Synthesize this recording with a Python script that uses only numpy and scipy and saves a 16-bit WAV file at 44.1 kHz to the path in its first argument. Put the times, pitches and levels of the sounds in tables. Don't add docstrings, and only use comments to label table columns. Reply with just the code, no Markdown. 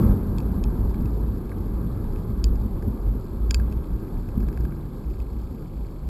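import sys
import numpy as np
from scipy import signal
from scipy.fft import rfft, irfft, next_fast_len
from scipy.io import wavfile
from scipy.ndimage import uniform_filter1d

SR = 44100
rng = np.random.default_rng(int(sys.argv[2]) if len(sys.argv) > 2 else 0)


def pcm_store(signal):
    levels = np.round(np.clip(np.atleast_2d(signal), -1, 1) * 32767)
    wavfile.write(sys.argv[1], SR, levels.astype(np.int16).T)


def ratio(d):
    e = np.asarray(d, float) / 20
    return 10 ** e


N = 268557

# pitch_hz [Hz], relative level_db [dB per Hz]
RUMBLE_COLOUR = [(15, -37), (25, -49), (43, -7), (75, -3.5), (102, 1), (124, -10.5), (227, -6), (255, -15),
                 (330, -58), (560, -120)]
ROAR_COLOUR = [(170, -27), (295, 0), (322, -2.5), (366, -5), (400, -2.5), (466, -14), (538, -9.5),
               (564, -17), (652, -20), (863, -18.5), (1260, -22.5), (1480, -31.5), (1600, -27.5),
               (1880, -42), (2000, -39), (2600, -44), (4400, -120)]
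HISS_COLOUR = [(1090, -36), (1850, -20), (2240, -5), (2850, -6), (3310, -0.5), (4030, -1.5), (4470, 2.5),
               (5030, -3.5), (6000, -5.5), (7800, -51), (13200, -120)]
# time_s [s], level_db of wind and tyre rumble [dB]
ROUGHNESS = [(0.02, -16), (0.12, -20), (0.19, -24.5), (0.7, -26.5), (1.45, -30), (1.7, -28.5), (2.7, -30),
             (3.1, -31), (3.42, -33), (3.65, -30), (3.86, -31.5), (4.02, -30.5), (4.27, -32.5),
             (4.45, -30.5), (4.7, -33), (5.1, -35.5), (5.95, -36.5)]
# time_s [s], peak_db [dB]
BUMPS = [(0.192, -34), (0.264, -21), (0.356, -27), (0.763, -19), (2.31, -20), (2.377, -22), (2.657, -16),
         (2.878, -13.5), (2.939, -16), (3.889, -25), (3.957, -14.5), (4.376, -10)]
# start_s [s], length_s [s], level_db at the middle [dB]
LURCHES = [(0.06, 0.1, -27), (0.256, 0.072, -30.5), (0.38, 0.038, -32), (0.454, 0.072, -41),
           (0.593, 0.12, -21.5), (0.792, 0.073, -23), (0.99, 0.037, -29), (1.569, 0.16, -28.5),
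           (1.995, 0.23, -26.5), (2.286, 0.074, -27), (2.412, 0.13, -20), (2.557, 0.072, -26.5),
           (2.733, 0.036, -24), (3.487, 0.12, -26), (3.906, 0.048, -25), (4.121, 0.12, -26.5),
           (4.406, 0.12, -26.5)]
# middle_s [s], length_s [s], level_db at the middle [dB], pitch_hz [Hz]
SHUDDERS = [(0.092, 0.13, -17.5, 55.88), (0.473, 0.22, -24.5, 55.53), (0.67, .1, -29, 58.3),
            (0.86, 0.22, -22, 55.7), (1.06, 0.12, -26, 53.7), (1.22, 0.26, -22.5, 56.2),
            (1.48, 0.058, -29, 49.56), (1.767, 0.15, -24.5, 53.7), (1.902, 0.069, -28, 63),
            (2.11, 0.12, -33, 65.6), (2.469, 0.23, -20.5, 55.5), (2.61, 0.22, -26.5, 56.22),
            (2.92, 0.15, -29.5, 50.8), (3.092, 0.16, -20.5, 52.3), (3.455, 0.18, -21, 57.38),
            (3.6, 0.22, -19, 58.7), (3.772, 0.064, -21, 57.34), (3.932, 0.072, -24, 56.3),
            (4.424, 0.15, -24.5, 56.7), (4.618, 0.11, -22, 58.2), (4.733, 0.1, -33.5, 58.3),
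            (5.094, 0.063, -23, 56.95), (5.209, 0.07, -25.5, 53.97), (5.372, 0.28, -29, 58.42),
            (5.801, 0.1, -28, 54.14), (6.075, .1, -27, 57.14)]
# middle_s [s], length_s [s], level_db at the middle [dB]
HUM_SWELLS = [(4.72, 0.55, -37.5), (5.8, 1.77, -42)]
# pitch_hz [Hz], level_db [dB], t60_s [s], sense of swing [+1 or -1]
BRIGHT_PART = [(2170, -16, .012, 1), (2590, -7, .014, -1), (3100, -6, .008, -1), (3700, -9, .007, 1),
               (4050, -10, .006, -1), (4450, -7, .009, 1), (4670, -27, .09, -1), (4870, 0, .008, -1),
               (5400, -4, .007, 1), (5800, -12, .006, -1)]
DULL_PART = [(1090, 4, 0.02, 1), (1611, 9.5, 0.022, -1), (2250, -2, 0.018, 1)]
PAWL = [(1700, -8, .015, 1), (2200, 0, .012, -1), (2550, -2, .011, 1), (3400, -7, .008, -1)]
# time_s [s], ratchet teeth_per_s [1/s]
WHEEL = [(0, 35), (2.6, 34.4), (3, 33.6), (4, 33.4), (4.75, 33.4), (5.25, 31), (5.55, 26.5), (6.09, 26.5)]
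# time_s [s], bright_peak_db [dB], dull_peak_db [dB],
# dullness of the blow on the bright part [dB per octave], contact_s [s]
CLICKS = [(0.383, -31.5, -46, -3, 0.0021), (0.402, -40, -59, 5, 0.003), (0.639, -30.5, -50, 3, 0.0011),
          (0.943, -43, -44, 9, 0.002), (1.057, -43.5, -55, 5, 0.0024), (1.494, -45, -49, 11, 0.0006),
          (1.5157, -58, -36.5, 8, 0.0057), (2.042, -49, -44, 8, 0.00037), (2.16, -43.5, -46, 6, 0.00096),
          (2.4412, -17, -52, -4, 0.00074), (2.556, -47, -59, -3, 0.00074), (2.824, -49, -41, -6, 0.0018),
          (3.5069, -27, -40, 1, 0.0014), (3.509, -15, -28.5, 2.5, 0.0012),
          (3.5443, -14, -29.5, -2.5, 0.0012), (3.598, -46, -36.5, 2, 0.003), (3.713, -50, -48, 3, 0.0017),
          (3.724, -43, -46, 9, 0.0023), (3.843, -46.5, -56, 14, 0.0017), (4.288, -45, -44, 11, 0.001),
          (4.404, -44, -49, 6, 0.00043), (4.428, -49, -41, 0, 0.00088), (4.486, -41, -37, 13, 0.00082),
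          (4.528, -48, -41, -2, 0.00035), (4.574, -43, -35, 4, 0.00054), (4.607, -48, -45, -6, 0.0012),
          (4.651, -45.5, -38, 4, 0.0023), (4.722, -58, -39, 0, 0.0014), (5.11, -48, -65, 6, 0.00063),
          (5.201, -42, -65, 3, 0.0012)]


def evened(x):
    return x / np.sqrt(np.mean(x ** 2) + 1e-20)


def column(rows, index):
    rows = np.array(rows)
    return np.interp(np.arange(N) / SR, rows[:, 0], rows[:, index])


def following(db, share):
    return ratio(db + share * (column(ROUGHNESS, index=1) + 30))


def swells(middles, lengths, levels_db):
    t, power = np.arange(N) / SR, np.zeros(N)
    for middle, length, db in zip(middles, lengths, levels_db):
        power += ratio(db) ** 2 * np.exp(-8 * ((t - middle) / length) ** 2)
    return np.sqrt(power)


def noise(points, patchy_db, flicker_db, size):
    frames = 4 * N // size + 6
    hz = np.fft.rfftfreq(size, 1 / SR)
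    real, imaginary, patches = rng.standard_normal((frames, len(hz), 3)).T
    patches = uniform_filter1d(patches, size=8, axis=0)
    patches = evened(uniform_filter1d(patches, size=6, axis=1))
    point_hz, point_db = np.transpose(points)
    colour = np.interp(np.log(hz + 1), np.log(point_hz + 1), point_db, left=-120, right=-120)
    flicker = rng.standard_normal(frames)
    level_db = colour[:, None] + patchy_db * patches + flicker_db * flicker
    spectra = (real + 1j * imaginary) * ratio(level_db)
    sound = signal.istft(spectra, nperseg=size, noverlap=3 * size // 4)[1]
    return evened(sound[:N])


def wobble(hz, width_hz):
    drift = uniform_filter1d(rng.standard_normal(N), size=1500)
    drift = evened(uniform_filter1d(drift, size=1500))
    return np.sqrt(2) * np.sin(2 * np.pi * np.cumsum(hz + width_hz * drift) / SR)


def ring(modes, dull_db=0.0):
    hz, db, t60, sense = np.transpose(modes)[:, :, None]
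    t = np.arange(SR // 8) / SR
    level = np.sign(sense) * ratio(db - dull_db * np.log2(hz / 3000) - 60 * t / t60)
    onset = 1 - np.exp(-t / 0.00032)
    return (level * np.sin(2 * np.pi * hz * t) * onset).sum(0)


def hiss():
    level = np.hypot(following(-74, share=1.02), ratio(-66))
    return level * noise(HISS_COLOUR, patchy_db=2.2, flicker_db=0.1, size=256)


def roar():
    return following(-38.5, share=0.7) * noise(ROAR_COLOUR, patchy_db=1.09, flicker_db=0.78, size=1024)


def rumble():
    rise_s, fall_s, crest_db = 0.0064, 0.02, 10.5
    time_s, peak_db = np.transpose(BUMPS)[:, :, None]
    since = np.arange(N) / SR - time_s
    shape = np.exp(np.minimum(since / rise_s, -since / fall_s))
    thumps = (ratio(peak_db - crest_db) * shape).sum(0)
    level = np.hypot(ratio(column(ROUGHNESS, index=1)), thumps)
    return level * noise(RUMBLE_COLOUR, patchy_db=2.0, flicker_db=1.0, size=2048)


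def hum():
    return swells(*np.transpose(HUM_SWELLS)) * wobble(146.7, width_hz=1.34)


def sway():
    start, length, db = np.transpose(LURCHES)
    level = np.hypot(swells(start + length / 2, length, db), following(-35, share=0.28))
    return level * wobble(37.8, width_hz=6.01)


def shudder():
    middle, length, db, hz = np.transpose(SHUDDERS)
    pitch = np.interp(np.arange(N) / SR, middle, hz)
    level = np.hypot(swells(middle, length, db), following(-46, share=0.28))
    return level * wobble(pitch, width_hz=3.07)


def rattle():
    gain_db, contacts_per_s = -63, 17
    sizes = ratio(4.1 * np.minimum(rng.exponential(size=N), 3))
    hits = (rng.random(N) < contacts_per_s / SR) * sizes
    bursts = rng.standard_normal(N) * signal.oaconvolve(hits, np.hanning(70))[:N]
    tick = ring(BRIGHT_PART)
    return ratio(gain_db) * signal.oaconvolve(bursts, tick / np.linalg.norm(tick))[:N]


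def freewheel():
    first_db, growth_db_per_s, spread_db = -60.5, 1.24, 2.0
    teeth = np.floor(np.cumsum(column(WHEEL, index=1)) / SR)
    drops = np.diff(teeth, prepend=teeth[0])
    size_db = first_db + growth_db_per_s * np.arange(N) / SR + spread_db * rng.standard_normal(N)
    tick = ring(PAWL)
    return signal.oaconvolve(drops * ratio(size_db), tick / abs(tick).max())[:N]


def clicks():
    out, t = np.zeros(N + SR), np.arange(600) / SR
    scatter = 0.14 * rng.standard_normal((len(CLICKS), len(t)))
    for (time_s, bright_db, low_db, dull_db, contact_s), small in zip(CLICKS, scatter):
        contacts = small * np.exp(-(t / contact_s) ** 2) + (t == 0)
        start = round(time_s * SR)
        for peak_db, tick in (bright_db, ring(BRIGHT_PART, dull_db)), (low_db, ring(DULL_PART)):
            sound = signal.fftconvolve(contacts, tick)
            peak = abs(signal.hilbert(sound)).max()
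            out[start:start + len(sound)] += ratio(peak_db) * sound / peak
    return out[:N]


def scene():
    rolling = hiss() + roar() + rumble()
    frame = hum() + sway() + shudder()
    return (rolling + frame + rattle() + freewheel() + clicks())[None]


def slow_sampling(dry):
    hold_hz, guard_hz = 12000, 6000
    guard = signal.firwin(101, guard_hz, window=("kaiser", 5), fs=SR)
    slow = signal.resample_poly(signal.oaconvolve(dry, guard[None], "same"), hold_hz, SR, axis=1)
    return signal.resample_poly(np.repeat(slow, 4, axis=1), SR, 4 * hold_hz, axis=1)


def edge_grit(held):
    treble = np.diff(held, n=2, axis=1, prepend=0, append=0)
    sharpness = np.sqrt(abs(uniform_filter1d(treble ** 2, size=30)))
    return ratio(-21.5) * sharpness * rng.standard_normal(held.shape)


def top_octave(sound):
    edge_hz = 15800
    size = next_fast_len(N + SR)
    hz = np.fft.rfftfreq(size, 1 / SR)
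    colour_db = 0.5 * np.exp(-((hz - 12100) / 1500) ** 2) - 6.2 * (hz / edge_hz) ** 6
    return irfft(rfft(sound, size) * ratio(colour_db) * (hz < edge_hz), size)[:, :N]


def low_pass(x):
    return signal.sosfilt(signal.butter(12, 16590, fs=SR, output="sos"), x)


def record(dry):
    held = slow_sampling(dry)
    finished = top_octave(held + edge_grit(held))
    return low_pass(finished)


dry = scene()
out = record(dry)
pcm_store(out)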